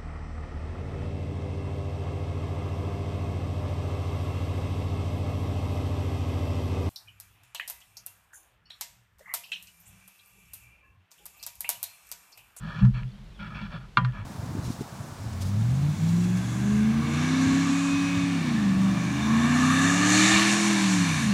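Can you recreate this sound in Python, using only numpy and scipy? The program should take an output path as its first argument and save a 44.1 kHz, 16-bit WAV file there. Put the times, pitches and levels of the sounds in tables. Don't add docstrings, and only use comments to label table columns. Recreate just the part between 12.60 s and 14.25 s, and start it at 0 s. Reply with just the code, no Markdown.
import sys
import numpy as np
from scipy import signal
from scipy.fft import rfft, irfft
from scipy.io import wavfile

SR = 44100
rng = np.random.default_rng(int(sys.argv[2]) if len(sys.argv) > 2 else 0)


def unload_audio(sound):
    columns = np.transpose(np.atleast_2d(sound))
    steps = np.round(np.clip(columns, -1, 1) * 32767)
    wavfile.write(sys.argv[1], SR, steps.astype(np.int16))


def linear_from_db(decibels):
    return 10 ** (np.asarray(decibels, float) / 20)


N = 72765

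# frequency_hz, density_db
AIR_SPECTRUM = [(200, -5.5), (300, 0), (500, -4.5), (1000, -6.5), (2200, -10), (3300, -10.5), (5000, -17),
                (14500, -34)]
AIR_DB = -58.5

# start_s, length_s, from_hz, to_hz, level_db
BIRD_NOTES = [
    (.45, .08, 3300, 3550, -68),
    (.525, .07, 2950, 3350, -65),
    (.69, .05, 4050, 3850, -69),
    (.74, .06, 3750, 2800, -60),
]

# start_s, peak_db, contact_cutoff_hz, crack_db, ring_time_share
KNOCKS = [
    (1.3703, -10.5, 3950, -36.5, 0.93),
    (1.447, -28, 9800, -41.5, 0.67),
    (.2485, -32, 2800, -43, 0.43),
    (0.9518, -61, 6019, -53, 0.37),
    (0.995, -51, 6030, -60, .5),
    (1.015, -54, 5000, -66, .5),
    (1.054, -49, 6000, -59, 0.72),
    (1.159, -38.5, 2000, -64, 0.26),
    (1.375, -22.5, 4500, -47, 0.74),
]
# frequency_hz, level_db, t60_s
BAR_MODES = [(521.5, -30, 0.24), (828, -15.5, .07), (993, -9.5, 0.17), (1186, -2.4, 0.088),
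             (1409, -1.5, 0.052), (1606, -5, 0.059), (1853, -18, 0.23), (2178, -14, 0.058),
             (2397, -13, 0.048), (2765, -10.5, 0.033), (3200, -24, 0.15), (3512, -11, .03),
             (4110, -13, .03), (4495, -17, 0.035)]
# start_s, level_db, pitch_hz, t60_s
TICKS = [
    (0.433, -29.5, 2550, 0.0033),
    (.518, -50, 4400, 0.035),
    (1.523, -41, 3200, 0.0051),
]
CONTACT_RISE_S, CONTACT_T60_S, RATTLE_DB = 0.0009, 0.048, -29
CRACK_HOLD_S, CRACK_T60_S, CRACK_HZ = 0.0072, 0.05, 1900
HUM_DB, HUM_T60_S, HUM_LOW_HZ, HUM_HIGH_HZ = -10.5, 0.25, 800, 2060

# start_s, length_s, pitch_hz, peak_db
PUSHES = [(.205, 0.14, 124.9, -10.5), (0.316, 0.13, 124, -24.5), (.41, 0.13, 128, -29),
          (1.369, 0.053, 127, -21), (1.40, 0.16, 125, -19), (1.57, 0.093, 100, -31.5),
          (.205, 0.087, 193, -14.5), (.265, 0.067, 201.4, -22.5), (1.371, 0.044, 207, -27.5),
          (1.395, 0.074, 175, -26), (0.212, 0.057, 50, -17), (0.289, .1, 43.6, -23.5),
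          (0.386, 0.11, 37, -29.5), (0.916, 0.095, 59, -39), (1.02, 0.18, 42.5, -37.5),
          (1.39, 0.09, 46, -31.5), (1.17, 0.098, 39, -40), (1.498, 0.19, 44, -40), (1.364, 0.036, 321, -36),
          (.5, 0.11, 200, -43.5), (.59, 0.071, 205, -45), (.57, 0.092, 137.6, -43), (0.78, .14, 200, -38),
          (1.19, 0.064, 125, -44), (1, 0.083, 205, -31.5), (0, 0.049, 120, -36), (0.029, 0.069, 210, -36),
          (0.22, 0.069, 220, -62)]
SWELL_SKEW = 0.7
SWAY_DB, SWAY_HZ, SWAY_WIDTH_HZ = -45.5, 38, 15

# start_s, length_s, level_db, rise_s, brightness_db_per_octave
STROKES = [(-.03, .18, -41.5, .12, -0.7), (0.145, 0.062, -41, 0.039, 1.0),
           (0.216, 0.039, -45, 0.0038, -6.5), (0.331, .075, -45.5, 0.018, 0.5),
           (0.786, 0.09, -43.5, 0.015, -0.1), (0.893, 0.045, -46.5, 0.019, -3.5),
           (0.945, 0.052, -42, 0.0027, 0), (1.004, 0.062, -45.5, 0.0088, 1.4),
           (1.09, 0.074, -40.5, 0.048, -1.1), (1.195, 0.056, -57, 0.018, -4.5),
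           (1.457, 0.055, -51, 0.0062, -4), (1.524, 0.096, -44.5, 0.019, -2.7)]
TIP_LIFT_DB = [-5.5, -3.0, -.5, 3.5, 3.5, 1.5, 4, 0.5, -4.5, -2, -.4, 1.7]
TIP_HZ, TIP_OCTAVES = 2480, 0.2
# frequency_hz, width_hz, level_db
RUBBED_MODES = [(586, 81, -3.5), (836, 37, -3), (972, 50, 1), (1244, 79, 4.06), (1398, 70, 5.6),
                (1712, 63, 4.9), (1881, 54, -5.5), (2328, 154, -3), (2722, 46, -5), (2928, 49, -8),
                (3360, 146, -5), (3976, 190, -15.5), (4400, 130, -12), (5360, 430, -21.5)]
# frequency_hz, width_hz, share_db
PANE_MODES = [(119.1, 11, 3.5), (160.9, 30.1, 5), (192.9, 16.8, 3), (318, 120, -14)]
RELEASE_S, SAG_DB_PER_S, PLACE_DB = 0.018, 31.5, 1.5
GRAINS_PER_S, GRAIN_SPREAD_DB, JUDDER_DB, JUDDER_PER_S = 2100, 1.5, 1, 96
FIZZ_DB, FIZZ_HZ = -22, 4600
WET_S, DRY_FIZZ_SHARE = 0.52, 0.21
IDLE_SHAKE_DB = -57


def rms_one(x):
    return x / np.sqrt(np.mean(x ** 2) + 1e-20)


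def ring(x, hz, t60):
    r = linear_from_db(-60 / (t60 * SR))
    w = 2 * np.pi * hz / SR
    return signal.lfilter([0, np.sin(w)], [1, -2 * r * np.cos(w), r * r], x + 1e-18)


def resonance(x, hz, width_hz):
    r = np.exp(-np.pi * width_hz / SR)
    feedback = [1, -2 * r * np.cos(2 * np.pi * hz / SR), r * r]
    return signal.lfilter([(1 - r * r) / 2, 0, (r * r - 1) / 2], feedback, x)


def cut(x, hz, kind):
    return signal.sosfilt(signal.butter(2, hz, kind, fs=SR, output="sos"), x)


def drift(rate):
    r = np.exp(-2 * np.pi * rate / SR)
    return rms_one(signal.lfilter([1], [1, -2 * r, r * r], rng.standard_normal(N + SR))[SR:])


def air():
    hz = np.arange(N // 2 + 1) * SR / N + 1
    at_hz, density_db = np.transpose(AIR_SPECTRUM)
    weight = linear_from_db(np.interp(np.log(hz), np.log(at_hz), density_db))
    return linear_from_db(AIR_DB) * rms_one(irfft(rfft(rng.standard_normal(N)) * weight, N))


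def bird():
    t, waver, out = np.arange(N) / SR, drift(60), np.zeros(N)
    for start, length, from_hz, to_hz, db in BIRD_NOTES:
        x = np.clip((t - start) / length, 0, 1)
        pitch = (from_hz + (to_hz - from_hz) * x) * (1 + 0.0146 * waver)
        level = linear_from_db(db + 2.9 * drift(80)) * np.sqrt(np.sin(np.pi * x) + 1e-12)
        out += level * np.sin(2 * np.pi * np.cumsum(pitch) / SR)
    return out


def droplets():
    ticks = np.zeros(N)
    for start, db, hz, t60 in TICKS:
        click = 1.0 * (np.arange(N) == int(start * SR))
        ticks += linear_from_db(db) * ring(click, hz, t60)
    return cut(cut(ticks, 1500, "high"), 4000, "low")


def knocks():
    t, out = np.arange(N) / SR, np.zeros(N)
    spread = rng.normal(0, 2.0, (len(KNOCKS), len(BAR_MODES)))
    rattle, hiss, hum = rng.standard_normal((3, N))
    hum = cut(cut(cut(hum, HUM_LOW_HZ, "high"), HUM_HIGH_HZ, "low"), HUM_HIGH_HZ, "low")
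    hiss = cut(cut(cut(hiss, CRACK_HZ, "high"), 5000, "low"), 5100, "low")
    for (start, db, contact_hz, crack_db, share), spread_db in zip(KNOCKS, spread):
        age = np.maximum(t - start, 0)
        rise = np.minimum(age / CONTACT_RISE_S, 1)
        click = np.arange(N) == int((start + CONTACT_RISE_S / 2) * SR)
        contact = click + rattle * rise * linear_from_db(RATTLE_DB - 60 * age / CONTACT_T60_S)
        contact = cut(cut(contact, contact_hz, "low"), 530, "high")
        for k, (hz, mode_db, t60) in enumerate(BAR_MODES):
            mode_level = linear_from_db(db + mode_db + spread_db[k] - 1.0)
            out += (-1) ** k * mode_level * ring(contact, hz, t60 * share)
        crack = linear_from_db(crack_db - 60 * np.maximum(age - CRACK_HOLD_S, 0) / CRACK_T60_S) * hiss
        frame_hum = linear_from_db(db + HUM_DB - 60 * age / HUM_T60_S / share) * hum
        out += rise * (crack + frame_hum)
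    return out


def pane():
    t, out = np.arange(N) / SR, np.zeros(N)
    for start, length, hz, db in PUSHES:
        x = np.clip((t - start) / length, 0, 1)
        swell = np.maximum(np.sin(np.pi * x ** SWELL_SKEW), 0) ** 2.66
        out += linear_from_db(db) * swell * np.sin(2 * np.pi * hz * (t - start))
    noise = rng.standard_normal(N + SR)
    sway = resonance(resonance(noise, SWAY_HZ, SWAY_WIDTH_HZ), SWAY_HZ, 30)[SR:]
    return out + linear_from_db(SWAY_DB) * rms_one(sway)


def stroke_shapes():
    t, shapes = np.arange(N) / SR, []
    for start, length, db, rise, _ in STROKES:
        onset = np.clip((t - start) / rise, 0, 1)
        release = np.exp(-np.maximum(t - start - length, 0) / RELEASE_S)
        sag = linear_from_db(-SAG_DB_PER_S * np.maximum(t - start - rise, 0))
        shapes.append(linear_from_db(db) * onset * release * sag)
    return shapes


def washer():
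    t, shapes = np.arange(N) / SR, stroke_shapes()
    sizes = linear_from_db(GRAIN_SPREAD_DB * np.minimum(rng.exponential(1, N), 2.5)) * rng.choice([-1, 1], N)
    grains = rms_one(sizes * (rng.random(N) < GRAINS_PER_S / SR))
    grains = grains * linear_from_db(JUDDER_DB * drift(JUDDER_PER_S))
    tilts = np.array(STROKES)[:, 4]
    place = rng.standard_normal((len(STROKES), len(RUBBED_MODES) + 1))

    def press(hz, k):
        tip = np.array(TIP_LIFT_DB) * np.exp(-(np.log2(hz / TIP_HZ) / TIP_OCTAVES) ** 2)
        return linear_from_db(tilts * np.log2(hz / 1400) + PLACE_DB * place[:, k] + tip) @ shapes

    upper = np.zeros(N)
    for k, (hz, width, db) in enumerate(RUBBED_MODES):
        upper += (-1) ** k * linear_from_db(db + 12.5) * resonance(grains * press(hz, k), hz, width)
    upper = cut(cut(upper, 380, "high"), 380, "high")

    wetness = DRY_FIZZ_SHARE + np.exp(-(t / WET_S) ** 4)
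    fizz = grains * press(1400, len(RUBBED_MODES)) * wetness
    fizz = linear_from_db(FIZZ_DB) * cut(cut(fizz, FIZZ_HZ, "high"), 9000, "low")

    shake = rng.standard_normal(N) * (sum(shapes) + linear_from_db(IDLE_SHAKE_DB))
    low = np.zeros(N)
    for hz, width, db in PANE_MODES:
        low += linear_from_db(db + 28) * resonance(resonance(shake, hz, width), hz, 1.81 * width)
    return upper + fizz + cut(cut(low, 288, "low"), 280, "low")


def scene():
    return (air() + bird() + droplets() + knocks() + pane() + washer())[None]


def top_cut(x):
    return signal.sosfilt(signal.butter(12, 14990, fs=SR, output="sos"), x)


def record(dry):
    mix = cut(dry, 36, "high")
    return top_cut(mix)


dry = scene()
out = record(dry)
unload_audio(out)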